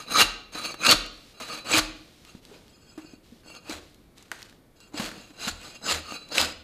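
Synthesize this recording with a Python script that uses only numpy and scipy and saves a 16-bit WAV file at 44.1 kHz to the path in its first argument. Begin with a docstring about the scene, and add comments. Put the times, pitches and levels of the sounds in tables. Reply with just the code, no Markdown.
"""In a brick barn, a steel bark spade on a long handle is pushed and dragged along a log.
The edge stutters over the wood: random clicks and hiss ring the blade, the log and the handle.
Bark tears and crumbles as coloured grit; chips and small hits on the blade tick as tiny noise bursts.
Boots and the log knock dully as short low rings, and the log rocks in slow deep swings.
The barn answers with a short tail of scattered echoes, over steady quiet air noise."""
import sys
import numpy as np
from scipy import signal
from scipy.fft import rfft, irfft, next_fast_len
from scipy.io import wavfile
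from scipy.ndimage import uniform_filter1d

SR = 44100
rng = np.random.default_rng(int(sys.argv[2]) if len(sys.argv) > 2 else 0)


def master_out(mix):
    """Clip the mix to full scale and print it as 16-bit PCM to the path in sys.argv[1]."""
    frames = np.transpose(np.atleast_2d(mix))
    ceiling = np.clip(frames, -1, 1)
    pcm = np.round(ceiling * 32767).astype(np.int16)
    wavfile.write(sys.argv[1], SR, pcm)


N = 292505  # length in samples

# the notes the steel blade can ring at, width before damping:
# (pitch_hz, width_hz, flat_db when held flat, upright_db when held upright)
BLADE_MODES = [(1236, 69, -2, -16), (1370, 46, -8.5, -12.5), (1483, 51, -14, -10.5), (2336, 34, -6, -16),
               (2500, 59, -6, -9), (2760, 40, -5.5, -2), (3265, 46, -17, -7.5), (4110, 24, -8.5, -12),
               (4447, 61, -6, -5.5), (5014, 42.7, -13.5, -1.5), (6340, 29, -18, -17.5),
               (6480, 110, -14, -12.5), (6390, 57, -19.5, -30), (7120, 33, -17, -4), (7790, 47, -19, -4),
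               (9070, 50, -17, -21.5), (9230, 210, -25.5, -28.5), (9500, 27, -24.5, -18.5),
               (10600, 25, -23, -24.5), (10980, 31, -29.5, -21.5), (11700, 170, -31, -31.5),
               (13500, 60, -23.5, -40), (13130, 210, -31.5, -36.5), (13760, 70, -28, -33.5)]
# the one blade note that squeals, same columns: (pitch_hz, width_hz, flat_db, upright_db)
SQUEAL_MODE = [(4000, 33, -2, -5.5)]
# the colour of tearing bark: (pitch_hz, relative level_db per Hz)
BARK_COLOUR = [(200, -23.5), (500, -3.5), (1300, -1), (2500, -1), (4200, 0), (5500, -8), (6800, -5.5),
               (10000, -14), (15000, -19.5)]


def gain_of(db):
    """Turns decibels into a plain multiplier."""
    return 10 ** (np.asarray(db) / 20)


def evened(x):
    """Scales a sound to an average (rms) level of 1."""
    return x / np.sqrt(np.mean(x ** 2) + 1e-20)


def read(points, hz):
    """Reads a curve between its points, with pitch on a logarithmic scale."""
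    point_hz, value = np.transpose(points)
    return np.interp(np.log(hz + 1), np.log(point_hz + 1), value)


def add(mix, start_s, sound):
    """Lays a sound into the mix at its start time, cut off at the end of the mix."""
    part = mix[round(start_s * SR):][:len(sound)]
    part += sound[:len(part)]


def mode(x, hz, width):
    """Rings like one note of a struck object: a two-pole resonance of gain 1 at its centre."""
    r = np.exp(-np.pi * width / SR)  # a wider resonance dies faster
    turn = 2 * np.pi * hz / SR
    return signal.lfilter([(1 - r * r) / 2, 0, (r * r - 1) / 2], [1, -2 * r * np.cos(turn), r * r], x)


def coloured(x, spectrum):
    """Shapes the balance of low and high in a sound, then evens it to rms 1."""
    size = next_fast_len(N)
    shape = gain_of(read(spectrum, np.fft.rfftfreq(size, 1 / SR)))
    return evened(irfft(rfft(x, size) * shape, size)[:N])


def drift(per_s):
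    """Slow random wandering of rms about 1; a higher per_s wanders faster."""
    step_rate = 400  # random steps per second
    steps = rng.standard_normal(int(N / SR * step_rate) + 2)
    steps = evened(uniform_filter1d(steps, max(int(step_rate / per_s), 1)))
    return np.interp(np.arange(N) * step_rate / SR, np.arange(len(steps)), steps)


def grit(per_s, spread_db, hiss):
    """Slips of a rough contact: uneven clicks at random moments over a fine hiss, at rms 1."""
    unevenness = np.minimum(rng.exponential(1, N), 4)
    size = gain_of(spread_db * unevenness) * rng.choice([-1., 1.], N)
    clicks = size * (rng.random(N) < per_s / SR)
    return evened(evened(clicks) + hiss * rng.standard_normal(N))


def strokes(rows):
    """Each stroke swells in, holds and dies; gives force, ring share and the last column in dB over time."""
    lift_db = 28  # a stroke starts and ends this far under its level
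    force, ring, last_db = np.zeros((3, N))
    for end_s, swell, hold, die, db0, db1, ring0, ring1, db in rows:
        knots = np.cumsum([end_s - hold - swell, swell, hold, die])
        at = np.arange(max(round(knots[0] * SR), 0), min(round(knots[-1] * SR), N))
        one = gain_of(np.interp(at / SR, knots, [db0 - lift_db, db0, db1, db1 - lift_db]))
        force[at] += one
        ring[at] += one * np.interp(at / SR, knots[1:3], [ring0, ring1])
        last_db[at] += one * db
    # where strokes overlap, the stronger one counts for more
    share = 1 / (force + 1e-12)
    # the edge catches and lets go
    unsteady_force = force * gain_of(2.06 * drift(per_s=80))
    return unsteady_force, ring * share, last_db * share


def room_tone():
    """Steady air noise: random noise with a fixed colour."""
    # colour of the quiet air: (pitch_hz, relative level_db per Hz)
    air_colour = [(12, -24.5), (20, -2), (298, -6), (382, -9), (597, -14.5), (746, -18.5), (2090, -27),
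                  (2270, -24.5), (2610, -31), (3640, -27.5), (5530, -35.5), (14200, -34), (15500, -48)]
    return gain_of(-57.5) * coloured(rng.standard_normal(N), air_colour)


def blade(slips, modes, damping, wander_db):
    """Slips ring the steel; pressure widens its notes, and the wandering touching point favours some."""
    # how steeply the blade is held: (time_s, steepness from 0 flat to 1 upright)
    steepness = [(.1, 0.066), (.65, 0.015), (.9, 0.4), (1.5, 0.042), (1.75, 0.4), (2.35, 0.27), (2.8, 0.88),
                 (3.599, 0.36), (4.851, 0.7), (5.45, 0.6), (5.751, 0.76), (5.9, 0.81), (6.05, 0.074),
                 (6.2, 0.31), (6.401, 0.8)]
    steep = np.interp(np.arange(N) / SR, *np.transpose(steepness))
    out = np.zeros(N)
    for hz, width, flat_db, upright_db in modes:
        held_db = flat_db + steep * (upright_db - flat_db)
        drive = slips * gain_of(held_db + wander_db * drift(per_s=28))
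        ringing = mode(drive, hz, damping * width)
        out += mode(ringing, hz, 7.5 * width)  # second pass deepens the valleys between notes
    return out


def log(rub):
    """The log and handle answer the rubbing with their own low, broad notes."""
    # notes of the log and handle: (pitch_hz, width_hz, relative level_db)
    wood_modes = [(139, 150, -7), (236, 69, 3.5), (307, 30, 6.5), (370, 28, -8.5), (468, 60, 3.5),
                  (567, 110, -1.5), (664, 90, -12.5)]
    return gain_of(11.5) * sum(gain_of(db) * mode(rub, hz, width) for hz, width, db in wood_modes)


def drags():
    """The edge slides: clear blade ring, a squeal that comes and goes, a little hiss."""
    # light drags over bare wood: (lift_s when the edge lifts, swell_s, slide_s, die_s,
    # touch_db force at touch, end_db force at lift, touch_ring share of blade ring 0-1,
    # end_ring share at lift 0-1, squeal_db against force)
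    drag_rows = [(0.012, 0.01, 0.011, 0.075, -32, -40.5, 0.86, 0.32, -15),
                 (0.556, .008, 0.034, .06, -45, -36.5, 0.6, 0.6, -5),
                 (0.632, 0.044, 0.047, 0.03, -36.5, -36.5, 0.44, 0.4, 1),
                 (0.724, 0.012, 0.081, 0.025, -30.5, -38, 0.76, 0.7, -9),
                 (1.39, 0.023, 0.048, 0.0093, -51.5, -53, 0.8, 1, -5),
                 (1.495, 0.0084, 0.089, 0.016, -38.5, -45, 0.56, 0.04, -3),
                 (1.58, 0.037, 0.065, 0.068, -29, -37.5, 0.82, 0.4, -9.5),
                 (2.29, 0.087, 0.0064, 0.11, -51, -47.5, 0.36, .7, -9),
                 (2.968, .03, 0.28, 0.017, -62.5, -57.5, .9, .88, -14),
                 (3.134, .015, 0.15, .07, -58.5, -54, 0.99, .75, -14.5),
                 (3.562, 0.045, .11, 0.055, -52, -44.5, 0.92, 1, -23),
                 (3.69, 0.031, 0.063, .02, -58.5, -44, .95, .95, -24),
                 (4.805, 0.0095, 0.049, 0.011, -62, -62.5, .7, 0.9, -9),
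                 (4.87, 0.0058, 0.067, 0.095, -54.5, -58.5, 1, 0.76, -11),
                 (5.24, 0.026, .085, 0.24, -50, -50.5, 0.34, 0.32, -9.5),
                 (5.62, .05, .06, 0.034, -52.5, -53.5, .1, 0.2, -3),
                 (5.76, 0.033, 0.13, 0.059, -43, -45.5, 0.36, 0.64, -9.5),
                 (6.165, 0.15, 0.041, 0.032, -32.5, -38.5, 0.7, .9, -10.5),
                 (6.3, .04, 0.13, .01, -52, -56, 0.7, .9, 0)]
    force, ring, squeal_db = strokes(drag_rows)
    slips = grit(per_s=1300, spread_db=2.5, hiss=0.98) * force
    ringing_slips = slips * np.sqrt(ring * (2 - ring))
    steel = gain_of(19) * blade(ringing_slips, BLADE_MODES, damping=1.0, wander_db=3.0)
    squealing_slips = slips * gain_of(squeal_db)
    squeal = gain_of(32.0) * blade(squealing_slips, SQUEAL_MODE, damping=0.36, wander_db=0.3)
    scrape = coloured(grit(per_s=2500, spread_db=3.5, hiss=.9), BARK_COLOUR)
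    bark = gain_of(-1.5) * scrape * force * (1 - ring)
    rub = grit(per_s=150, spread_db=5.0, hiss=0.93) * force * gain_of(-9.5)
    return steel + squeal + bark + log(rub)


def barn(x):
    """Echoes as sparse taps of random sign, one in every 20 samples; each band dies at its own speed."""
    # how long the barn rings: (pitch_hz, t60_s time to fall by 60 dB)
    ring_times = [(100, 0.68), (300, 0.78), (1000, 0.53), (4000, 0.56), (13000, 0.23)]
    taps = np.zeros(SR)
    at = np.arange(500, SR - 20, 20)  # the first echo waits about 11 ms
    taps[at + rng.integers(0, 20, len(at))] = rng.choice([-1., 1.], len(at))
    hz, t, bands = signal.stft(taps, SR, nperseg=256)
    fade = gain_of(-60 * t / read(ring_times, hz)[:, None])
    tail = signal.istft(bands * fade, SR, nperseg=256)[1]
    return signal.fftconvolve(x, tail / np.linalg.norm(tail))[:N]


def pushes_and_crackles():
    """Pushes and soft bark crackles: damped blade ring with its squealing note, bark grit, wood body."""
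    # pushes of the edge under the bark, hard to faint, and soft crackles of crumbling bark:
    # (hold_end_s, swell_s, hold_s, die_s, start_db force as the hold starts, end_db force as it ends,
    # start_ring share of blade ring 0-1, end_ring share 0-1, body_db of the wood, relative)
    push_rows = [(0.214, 0.094, 0.057, 0.041, -19.5, -11.5, 1, 0.28, 1.5),
                 (0.868, 0.067, 0.016, .012, -17.5, -12, .95, 1, -1.5),
                 (0.922, 0.022, 0.042, .03, -20, -10.5, .75, 0.36, 8),
                 (1.792, 0.091, 0.057, 0.017, -16, -14.5, 0.75, 0.35, 2.5),
                 (2.536, 0.076, 0.045, 0.14, -62, -53, 0.5, 0.3, -1.5),
                 (3.738, 0.054, 0.038, 0.098, -35, -38.5, .7, 0.1, 1),
                 (4.194, 0.061, .01, .3, -55, -53.5, 0, 0.17, -12),
                 (4.5, .006, .18, .1, -50.5, -59, 0.07, 0, -13),
                 (5.005, 0.023, 0.063, 0.18, -43, -31, 1, 0.14, 3),
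                 (5.486, 0.075, 0.078, 0.047, -36, -25, 0.76, 0.42, -5),
                 (5.916, .034, .074, 0.095, -32, -21, 1, 0.33, 1),
                 (6.386, 0.02, 0.073, .14, -35.5, -20, 0.94, 0.3, 1.5)]
    force, ring, body_db = strokes(push_rows)
    slips = grit(per_s=1200, spread_db=3.0, hiss=1.0) * force * np.sqrt(ring * (2 - ring))
    steel = gain_of(14.5) * blade(slips, BLADE_MODES, damping=2.1, wander_db=4.5)
    squeal = gain_of(16.5) * blade(slips, SQUEAL_MODE, damping=3.9, wander_db=3.5)
    crunch = coloured(grit(per_s=2300, spread_db=4.5, hiss=0.82), BARK_COLOUR)
    bark = crunch * force * (1 - ring)
    # the wood body grows by only 0.49 of the force in dB
    body_level = force ** 0.49 * gain_of(-26.5 + body_db)
    rub = grit(per_s=300, spread_db=0.0, hiss=0.93) * body_level
    return steel + squeal + bark + log(rub)


def ticks():
    """Chips and small blade hits: a few milliseconds of dying noise around each tick's own pitch."""
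    # chips snapping and landing, and small hits on the blade:
    # (start_s, peak_db, pitch_hz, edge_db of the bright edge, relative)
    tick_rows = [(0.0734, -48, 2500, -14), (0.2064, -2.5, 1370, -19), (0.6387, -36, 4000, -18),
                 (0.744, -29.5, 1062, -45), (0.851, -18, 3930, -17), (0.866, -5.5, 4030, -18),
                 (0.9125, 1, 4170, 0), (1.0635, -28, 2700, -14), (1.4042, -33, 1200, -12),
                 (1.7824, -8.5, 1690, -5), (2.2503, -33.5, 2600, -28), (2.4516, -35, 3900, -33),
                 (2.681, -42, 3130, -25), (2.9766, -48, 1000, -26), (3.435, -48, 1500, -20),
                 (3.551, -35, 2800, -31), (3.697, -23.5, 4650, -17), (3.8994, -47, 1520, -18),
                 (3.9454, -42, 3700, -8), (4.172, -49, 4490, -10), (4.182, -36.5, 4500, -11.5),
                 (4.226, -37, 6170, -8), (4.3163, -16.5, 1444, -33), (4.428, -27.5, 3930, -24),
                 (4.497, -37, 3500, -10.5), (4.5266, -41.5, 1560, -18), (4.42, -31, 2180, -22),
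                 (4.804, -40, 5160, -28.5), (5.0906, -24.5, 1480, -25), (5.1162, -27.5, 1440, -35),
                 (6.289, -37, 4100, -10), (6.3815, -3, 2760, -42), (6.4005, -11.5, 1180, -23),
                 (6.4144, -6.5, 4050, -12)]
    out, t = np.zeros(N), np.arange(2000) / SR
    noises = rng.standard_normal((len(tick_rows), len(t)))
    for (start_s, db, hz, edge_db), noise in zip(tick_rows, noises):
        snap = 6.1 * (t == 0)  # one sharp click at the very start
        burst = (noise + snap) * gain_of(-60 * t / .014)  # falls by 60 dB in 14 ms
        tick = mode(burst, hz, 0.39 * hz) + gain_of(edge_db) * mode(burst, 6300, 6000)
        add(out, start_s, gain_of(db) * tick / abs(tick).max())
    return out


def thumps():
    """The log rocks on its blocks: slow low swings that swell and die."""
    # the log rocking after a hard stroke: (start_s, jolt_db, sway_db, hum_db)
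    rocks = [(0.214, -24, -31.5, -58), (0.92, -25, -29, -60), (1.775, -29.5, -30.5, -60),
             (3.701, -60, -52, -39), (5.0, -60, -43, -60), (5.478, -60, -38.5, -31.5),
             (5.899, -60, -47, -25), (6.37, -57, -48, -27.5), (6.53, -65, -55, -37)]
    # how it rocks, one row each for jolt, sway and hum: (pitch_hz, delay_s, rise_s, t60_s to fall 60 dB)
    swings = [(97, .002, .005, .07), (38, 0.02, .02, .45), (79, .002, .05, .33)]
    out, t = np.zeros(N), np.arange(SR) / SR
    for start_s, *levels_db in rocks:
        for db, (hz, delay, rise, t60) in zip(levels_db, swings):
            swell = 1 - np.exp(-(t / rise) ** 2)
            fade = gain_of(db - 60 * t / t60)
            add(out, start_s + delay, fade * swell * np.sin(2 * np.pi * hz * t))
    return out


def knocks():
    """Boots and wood: a damped low ring with a soft start, under a short woody clack."""
    # dull knocks: (start_s, level_db, pitch_hz, t60_s for the ring to fall 60 dB, clack_db against ring)
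    knock_rows = [(0.552, -37, 318, 0.092, 7), (0.741, -26, 314, 0.022, -4.5),
                  (0.901, -16, 300, 0.045, -20), (1.4, -39.5, 638, 0.067, 10),
                  (1.739, -20.5, 311, 0.31, -15), (2.35, -22, 213, 0.016, -23),
                  (2.513, -39, 408, 0.081, -22.5), (2.977, -27, 312, 0.083, -10.5),
                  (3.047, -32, 298, 0.028, -16), (3.135, -28, 275, 0.027, -27),
                  (3.321, -36, 232, 0.072, -23.5), (3.694, -25, 312, 0.068, -10),
                  (4.316, -35, 328.5, 0.033, 7), (4.942, -23, 296, 0.047, -17),
                  (4.997, -17.5, 211, 0.046, -4.5), (5.177, -36, 210, 0.053, -13),
                  (5.304, -40, 282, 0.059, -7.5), (5.473, -20.5, 228, 0.039, -12),
                  (6.378, -22, 532, 0.093, 1)]
    out, t = np.zeros(N), np.arange(8000) / SR
    noises = rng.standard_normal((len(knock_rows), len(t)))
    for (start_s, db, hz, t60, clack_db), noise in zip(knock_rows, noises):
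        fade = gain_of(-60 * t / t60)
        # the octave above dies twice as fast, as it is faded twice
        octave = .3 * np.sin(2 * np.pi * 2.0 * hz * t) * fade
        soft_start = 1 - np.exp(-t / 0.0018)
        ring = fade * (np.sin(2 * np.pi * hz * t) + octave) * soft_start
        clack = mode(noise * gain_of(-60 * t / (2.0 * t60)), 740, 1000)
        add(out, start_s, gain_of(db) * (ring + gain_of(clack_db) * clack / abs(clack).max()))
    return out


def rustle():
    """Crumbs settle and boots shuffle: fine dense grit that fades in and out."""
    # rustles between the strokes: (start_s, length_s, start_db, end_db)
    rustles = [(1.094, 0.26, -57, -55.5), (1.932, 0.48, -58, -60), (2.404, 0.34, -57.5, -63.5),
               (3.219, 0.225, -60.5, -63), (3.806, .35, -55.5, -78.5), (4.5, .12, -61.5, -76)]
    # their colour: (pitch_hz, relative level_db per Hz)
    rustle_colour = [(300, 9), (1000, -3), (4000, 5), (6000, -1), (15000, -14)]
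    level = np.zeros(N)
    for start_s, length, db0, db1 in rustles:
        size = round(length * SR)
        fades = signal.windows.tukey(size, 3000 / size)  # 1500 samples at each end
        add(level, start_s, gain_of(np.linspace(db0, db1, size)) * fades)
    return level * coloured(grit(per_s=1400, spread_db=5.0, hiss=2.3), rustle_colour)


def scene():
    """Adds all sounds; the barn answers everything but the thumps and the room tone."""
    near = pushes_and_crackles() + drags() + ticks() + knocks() + rustle()
    echoes = gain_of(-14.5) * barn(near)
    return (near + echoes + thumps() + room_tone())[None]


def record(dry):
    """Rounds off the loudest peaks softly, then removes what lies above the band limit."""
    soft = 1.1 * np.tanh(dry / 1.1)
    low_pass = signal.firwin(511, 14950, window=("kaiser", 9), fs=SR)  # limit in Hz
    return signal.oaconvolve(soft, low_pass[None], "same")


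dry = scene()
out = record(dry)
master_out(out)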